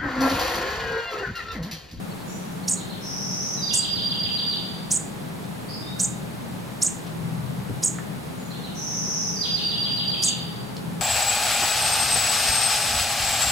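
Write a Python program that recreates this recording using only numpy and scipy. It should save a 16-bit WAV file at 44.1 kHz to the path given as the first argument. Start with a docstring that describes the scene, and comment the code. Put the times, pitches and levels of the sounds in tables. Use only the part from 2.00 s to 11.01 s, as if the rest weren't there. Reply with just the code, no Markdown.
"""A young owl gives sharp, warbling chirps close by while it is stroked on a lap.
Each chirp is a puff of hiss and a high whistle, roughened by fluttering membranes and shaped by the beak.
Farther off, in a ringing space, a bird twice sings two brief notes, a hissing buzz and seven slurs
(whistles that slide down). There are also tiny near peeps, thin far whistles, soft bumps of the hand
and ticks of beak, claws and cloth. The room's ventilation hums low under it all."""
import sys
import numpy as np
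from scipy import signal
from scipy.fft import rfft, irfft, next_fast_len
from scipy.io import wavfile
from scipy.ndimage import uniform_filter1d

SR = 44100
rng = np.random.default_rng(int(sys.argv[2]) if len(sys.argv) > 2 else 0)


def bounce(signal):
    """Save signal as a 16-bit WAV file at the path given by the first command-line argument."""
    frames = np.transpose(np.atleast_2d(signal))
    limited = np.clip(frames, -1, 1)
    pcm = np.round(limited * 32767).astype(np.int16)
    wavfile.write(sys.argv[1], SR, pcm)


N = 397341


def from_db(db):
    """Turn decibels into a number to multiply a sound by."""
    return 10 ** (np.asarray(db) / 20)


def at_hz(points, hz):
    """Read between the rows of a table, giving every octave equal room."""
    row_hz, value = np.transpose(points)
    return np.interp(np.log(np.maximum(hz, 1)), np.log(row_hz), value)


def drift(rate, size):
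    """A random wobble, about 1 in size, that changes rate times a second."""
    knots = rng.standard_normal(size // 8 + 4)
    return np.interp(np.arange(size) * rate / SR, np.arange(len(knots)), knots) * np.sqrt(3 / 2)


def phase_of(hz):
    """How far a wave has turned as it follows a changing pitch."""
    return 2 * np.pi * np.cumsum(hz) / SR


def gate(t, length, rise, fall):
    """Fade in from time 0 and fade out by length."""
    fade_in = np.sin(np.pi / 2 * np.clip(t / rise, 0, 1))
    return fade_in * np.sin(np.pi / 2 * np.clip((length - t) / fall, 0, 1))


def add(track, s, sound):
    """Mix a sound in at s seconds."""
    at = round(s * SR)
    sound = sound[max(-at, 0):N - at]
    track[max(at, 0):max(at, 0) + len(sound)] += sound


def delayed(x, s):
    """The same sound, s seconds later."""
    return np.interp(np.arange(N) - s * SR, np.arange(N), x, left=0)


def reverb(x, t60, build_s):
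    """Dense echoes, unrelated left and right, that build up and then fade 60 dB in t60 seconds."""
    t = np.arange(SR) / SR
    tail = rng.standard_normal((2, SR)) * from_db(-60 * t / t60) * (1 - np.exp(-t / build_s))
    tail /= np.sqrt(np.sum(tail ** 2, axis=1, keepdims=True))
    return signal.fftconvolve(x[None], tail, axes=1)[:, :N]


def wavering(hz, db, waver_db=2.5, wander_hz=1.523):
    """A tone that is never quite steady in level or pitch."""
    level = np.sqrt(2) * from_db(db + waver_db * drift(3, N))
    return level * np.sin(phase_of(hz + wander_hz * drift(8, N)))


# How alike left and right are. Each row: frequency in Hz, likeness (0 unrelated, 1 or more alike).
STEREO_LIKENESS = [(40, 1.3), (90, 0.55), (150, 0.44), (290, -0.01), (640, -0.19), (1400, -0.02), (4500, 0),
                   (7000, 0.74), (12000, 1.44)]
# Which side is louder. Each row: frequency in Hz, left minus right in dB.
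STEREO_LEAN = [(40, 5), (125, 7), (250, -0.5), (1000, 0.5), (12000, 0)]


def room_noise(spectrum):
    """Noise from all around, most alike left and right in the deep bass and the high treble."""
    size = next_fast_len(N)
    hz = np.arange(size // 2 + 1) * SR / size
    mid, side = rfft(rng.standard_normal((2, size))) * from_db(at_hz(spectrum, hz))
    alike = np.clip(at_hz(STEREO_LIKENESS, hz), -1, 1)
    sign = np.array([[1], [-1]])
    pair = np.sqrt(1 + alike) * mid + sign * np.sqrt(1 - alike) * side
    out = irfft(pair * from_db(sign * at_hz(STEREO_LEAN, hz) / 2), size)[:, :N]
    return out / np.std(out.mean(axis=0))


# Three noises: rumble, rushing air and a deeper drone. Each row: frequency in Hz, relative level in dB.
RUMBLE_SPECTRUM = [(12, -62), (20, -34), (27, -42), (74, -17), (97, -12.5), (119, -7), (145, -4.5),
                   (177, -3.5), (193, -0.5), (225, -6), (255, -9.5), (282, -12.5), (400, -25), (520, -38),
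                   (880, -120)]
AIR_SPECTRUM = [(180, -14), (300, 0), (666, -4), (813, -4), (1130, -8), (1720, -12), (2980, -17),
                (3400, -17), (4010, -17.5), (5410, -23), (6390, -24), (11100, -24.5), (16000, -31.5)]
DRONE_SPECTRUM = [(30, -34), (62, -20), (83, -7), (105, -6), (135, 8), (175, 5.5), (215, 0), (290, -30),
                  (800, -120)]
# The tones in the drone. Each row: pitch in Hz, relative level in dB.
DRONE_PITCHES = [(83, -15), (124, -2.5), (145, -7.5), (166, -1.5)]
# How the drone comes and goes. Each row: time in seconds, level in dB before drone_swing deepens the dips.
DRONE_SWELL = [(0, -44.2), (3.8, -40.5), (4.2, -33.4), (4.6, -40.4), (5.0, -38.9), (5.25, -28.7),
               (5.6, -29.8), (5.9, -36.4), (7.5, -40.6), (8.0, -34.5), (9.0, -35.9)]
# The fan's tones. Each row: pitch in Hz, level in dB at the start, level in dB at the end.
FAN_TONES = [(166.4, -49.5, -47.5), (181, -43.5, -53), (251.8, -53.5, -52), (418.7, -72, -54),
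             (834, -66.5, -55)]


def ventilation(rumble_db=-38, air_db=-41, drone_noise_db=-7, drone_tones_db=-5.5, drone_swing=1.4):
    """The ventilation makes a low rumble, a soft rush of air, a swelling drone and a few fan tones."""
    rumble = from_db(rumble_db) * room_noise(RUMBLE_SPECTRUM)
    air = from_db(air_db) * room_noise(AIR_SPECTRUM)
    tones = sum(wavering(hz, db + drone_tones_db) for hz, db in DRONE_PITCHES) * from_db([[2], [-2]])
    drone = from_db(drone_noise_db) * room_noise(DRONE_SPECTRUM) + tones
    level_db = np.interp(np.arange(N) / SR, *np.transpose(DRONE_SWELL))
    swell = from_db(level_db.max() + drone_swing * (level_db - level_db.max()))
    fan = sum(wavering(hz, np.linspace(first, last, N)) for hz, first, last in FAN_TONES)
    return rumble + air + swell * drone + fan * from_db([[1], [-1]])


# Tiny peeps close by. Each row: start in seconds, level in dB.
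NEAR_PEEPS = [(0.105, -50), (0.175, -56), (0.203, -53), (0.63, -50)]


def peeps(length_s=.0255, foot_hz=3500, top_hz=4450):
    """Barely voiced peeps that rise and fall in one little arch."""
    out, t = np.zeros(N), np.arange(SR // 20) / SR
    arch = np.sin(np.pi * np.clip(t / length_s, 0, 1))
    peep = np.sqrt(2) * arch * np.sin(phase_of(foot_hz + (top_hz - foot_hz) * arch))
    for s, db in NEAR_PEEPS:
        add(out, s, from_db(db) * peep)
    return out


def fluttering_whistle(length, start_hz, end_hz, db, depth_hz, growth_db, swell, flutter_hz=153.8):
    """A whistle whose pitch shakes quickly; a deep shake turns it into a hissing buzz."""
    t = np.arange(SR) / SR
    flutter = np.sin(phase_of(flutter_hz * (1 + .079 * drift(100, SR)))) + .4 * drift(700, SR)
    depth = depth_hz * np.interp(t, [0, length * .9], [.65, .85])
    hz = np.interp(t, [0, length], [start_hz, end_hz]) + depth * flutter
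    level = from_db(np.interp(t, [0, length * .75], [db - growth_db, db]))
    return np.sqrt(2) * level * gate(t, length, swell * length, fall=.046) * np.sin(phase_of(hz))


# Thin whistles far off. Each row: start and length in seconds, first and last pitch in Hz,
# level in dB, rough depth of the flutter in Hz.
FAR_WHISTLES = [(0.262, .08, 6600, 7630, -47, 250), (0.27, .11, 5490, 6250, -51, 120),
                (1.56, 0.13, 4090, 3480, -41.5, 15), (3.68, .09, 4736, 4900, -38.5, 340),
                (3.815, .125, 3586, 3850, -43.5, 25), (6.368, .08, 6770, 7000, -52, 70)]


def far_whistles():
    """Short, stray whistles that each glide up or down."""
    out = np.zeros(N)
    for s, length, start_hz, end_hz, db, depth_hz in FAR_WHISTLES:
        add(out, s, fluttering_whistle(length, start_hz, end_hz, db, depth_hz, growth_db=0, swell=.2))
    return out


# The owl's chirps. Each row: start in seconds, level in dB, length in seconds, rough top pitch in Hz.
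OWL_CHIRPS = [(0.683, -17.3, .060, 9400), (1.737, -15.6, .055, 9300), (2.912, -15.6, .062, 9450),
              (3.998, -17.6, .060, 9150), (4.82, -17.6, .056, 9400), (5.831, -17.5, .053, 8900),
              (8.229, -16.7, .068, 8900)]
# The warble every chirp follows. Each row: share of its length, share of its top pitch.
CHIRP_WARBLE = [(0, .58), (.18, .84), (.35, .98), (.52, .74), (.65, .93), (.79, .69), (1, .87)]
# What the beak lets through. Each row: frequency in Hz, gain in dB.
BEAK_FILTER = [(1200, -18.5), (3000, -11.5), (4500, -11), (5700, -6), (7300, -3.5), (8500, -3.5),
               (9500, -2), (11000, -10), (13000, -21), (15500, -28)]


def owl_chirps(jitter_hz=190, rasp_hz=1150, overtone_db=-15, shimmer_db=2.3, puff_db=-3.5):
    """Out of a puff of hiss a high whistle shoots up, twice drops and recovers, and leaves by the beak."""
    lead_s, attack_s, release_s = .015, .012, .008
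    fade_db, crest_loss_db, fall_loss_db, puff_fade_db_per_s = 2, 2.5, 4, 310
    out, size = np.zeros(N), SR // 10
    t = np.arange(size) / SR - lead_s
    for s, db, length, top_hz in OWL_CHIRPS:
        progress = t / length + .0248 * drift(60, size)
        height = uniform_filter1d(np.interp(progress, *np.transpose(CHIRP_WARBLE)), size=60)
        phase = phase_of(top_hz * height + jitter_hz * drift(900, size))
        whistle = np.sin(phase) + from_db(overtone_db) * np.sin(2 * phase)
        # A fast flutter of the membranes adds tones above and below the whistle.
        depth = np.interp(progress, [.2, .5], [.35, .18])
        flutter = 1 + 2 * depth * np.sin(phase_of(rasp_hz * (1 + .265 * drift(712, size))))
        voice = np.sqrt(2) * whistle * flutter / np.sqrt(1 + 2 * depth ** 2)
        voice *= gate(t + attack_s / 2, length + (attack_s + release_s) / 2, attack_s, release_s)
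        # The voice is weaker at its highest pitches and on the way down.
        crest = np.interp(height, [.85, 1], [0, 1])
        falling = uniform_filter1d(1.0 * (np.gradient(height) < -1e-9), size=100)
        loss_db = crest_loss_db * crest + fall_loss_db * falling + fade_db * progress
        voice *= from_db(shimmer_db * drift(408, size) - loss_db)
        hiss = signal.lfilter([1, -.45], 1, rng.standard_normal(size))  # brightened noise
        hiss *= gate(t + lead_s, lead_s + length + release_s, lead_s + attack_s / 2, release_s) ** 2
        hiss *= from_db(puff_db - puff_fade_db_per_s * np.maximum(t, 0))
        add(out, s - lead_s, from_db(db) * (voice + hiss))
    hz = np.linspace(0, SR / 2, 129)
    gains = from_db(2 * at_hz(BEAK_FILTER, hz))  # minimum_phase halves the dB again
    beak = signal.minimum_phase(signal.firwin2(257, hz, gains, fs=SR))
    return signal.lfilter(beak, 1, out)


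def slur(hold_s, plunge_s, held_hz, held_db, plunge_db, held_rasp_hz, rasp_hz=210, accent_db=6):
    """A note swells on a held pitch, breaks and sags roughly, then snaps down with an accent."""
    size = SR // 6
    t = np.arange(size) / SR - hold_s
    fallen = t / plunge_s
    break_hz = 3950 + 110 * rng.standard_normal()
    hz = np.interp(fallen, [0, .25, .62, 1], [held_hz, break_hz, break_hz - 400, 2570])
    hz += 28 * drift(121, size)  # a slight waver
    hz += np.interp(fallen, [0, .3, 1], [held_rasp_hz, rasp_hz, rasp_hz / 2]) * drift(600, size)
    db = np.interp(fallen, [-.2, .05, .4, .65], [held_db, plunge_db, plunge_db, plunge_db + accent_db])
    edges = gate(t + hold_s, hold_s + plunge_s, rise=hold_s / 2, fall=.011)
    return np.sqrt(2) * from_db(db) * edges * np.sin(phase_of(hz))


# The far bird's songs. Each row: time of the run's first plunge and length of each plunge in seconds,
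# the buzz's first and last pitch in Hz, the buzz's level in dB.
FAR_SONGS = [(1.681, .040, 5590, 5850, -33.5), (7.418, .046, 5900, 5770, -31.5)]


def far_songs(intro_lead_s=.895, intro_gap_s=.13, intro_hold_s=.026, buzz_lead_s=.68, buzz_s=.58):
    """A bird sings two rough notes, a growing buzz and a run of seven slurs that sink a little."""
    run_gap_s, run_hold_s, sag_hz_per_s, fade_db_per_s = .1374, .07, 150, 1
    out = np.zeros(N)
    for s, plunge_s, start_hz, end_hz, db in FAR_SONGS:
        for k in range(2):
            note = slur(intro_hold_s, plunge_s=.028, held_hz=4110, held_db=-41.5, plunge_db=-46.5,
                        held_rasp_hz=180)
            add(out, s - intro_lead_s + k * intro_gap_s - intro_hold_s, note)
        buzz = fluttering_whistle(buzz_s, start_hz, end_hz, db, depth_hz=480, growth_db=4, swell=.15)
        add(out, s - buzz_lead_s, buzz)
        for age in run_gap_s * np.arange(7):
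            held_hz = 4800 - sag_hz_per_s * age + 28 * rng.standard_normal()
            held_db = -27.6 - fade_db_per_s * age
            note = slur(run_hold_s, plunge_s, held_hz, held_db, plunge_db=-32.7, held_rasp_hz=0)
            add(out, s + age - run_hold_s, note)
    return out


# Soft bumps of the hand, then small ticks of beak, claws and cloth.
# Each row: start in seconds, peak level in dB, middle frequency in Hz, seconds to fade by 60 dB.
HAND_BUMPS = [(1.96, -32, 80, 0.16), (2.235, -28.5, 91, .13), (5.695, -22.5, 115, 0.085)]
SMALL_TICKS = [(3.44, -38, 3600, .058), (4.72, -35.5, 2000, 0.035), (4.88, -36, 2215, .05),
               (5.065, -37, 3500, .09), (5.986, -24, 1300, 0.023), (8.767, -23, 4500, 0.0086)]


def touches(rows, spread):
    """Each touch is a short, dying puff of noise; more spread gives it a wider band of frequencies."""
    out, t = np.zeros(N), np.arange(SR // 4) / SR
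    for s, db, hz, t60 in rows:
        band = signal.butter(2, [hz / spread, hz * spread], "band", fs=SR, output="sos")
        puff = signal.sosfilt(band, rng.standard_normal(len(t)) * from_db(-60 * t / t60))
        add(out, s, from_db(db) * puff / np.abs(puff).max())
    return out


# Paths by which the far bird arrives. Each row: delay in seconds, gain in dB, seconds to fade by 60 dB.
ECHO_PATHS = [(0.0, -2.5, 0.04), (0.048, -7, .07)]


def scene():
    """Near sounds arrive mostly direct; the far bird is heard almost wholly by its echoes."""
    near = owl_chirps() + peeps()
    lap = reverb(near, t60=.03, build_s=.0007)[0]
    room = reverb(near, t60=.34, build_s=.001)
    close = (near + from_db(-2) * lap + from_db(-6.5) * room[0]) * from_db([[-1.4], [1.3]])
    close += from_db(-15) * room[1] * [[1], [-1]]  # widens the room
    song = far_songs() + far_whistles()
    echoes = sum(from_db(db) * reverb(delayed(song, s), t60, build_s=.0015) for s, db, t60 in ECHO_PATHS)
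    far = from_db(-8) * song + echoes + from_db(3) * reverb(song, t60=1.0, build_s=.0059)
    handling = touches(SMALL_TICKS, spread=1.47) + touches(HAND_BUMPS, spread=1.55)
    handling_echo = from_db(-1.5) * reverb(handling, t60=.27, build_s=.0025)
    return close + far + handling + handling_echo + ventilation()


def record(dry):
    """The highest treble, above 15900 Hz, is cut steeply."""
    return signal.sosfilt(signal.ellip(12, .1, 80, 15900, fs=SR, output="sos"), dry)


dry = scene()
out = record(dry)
bounce(out)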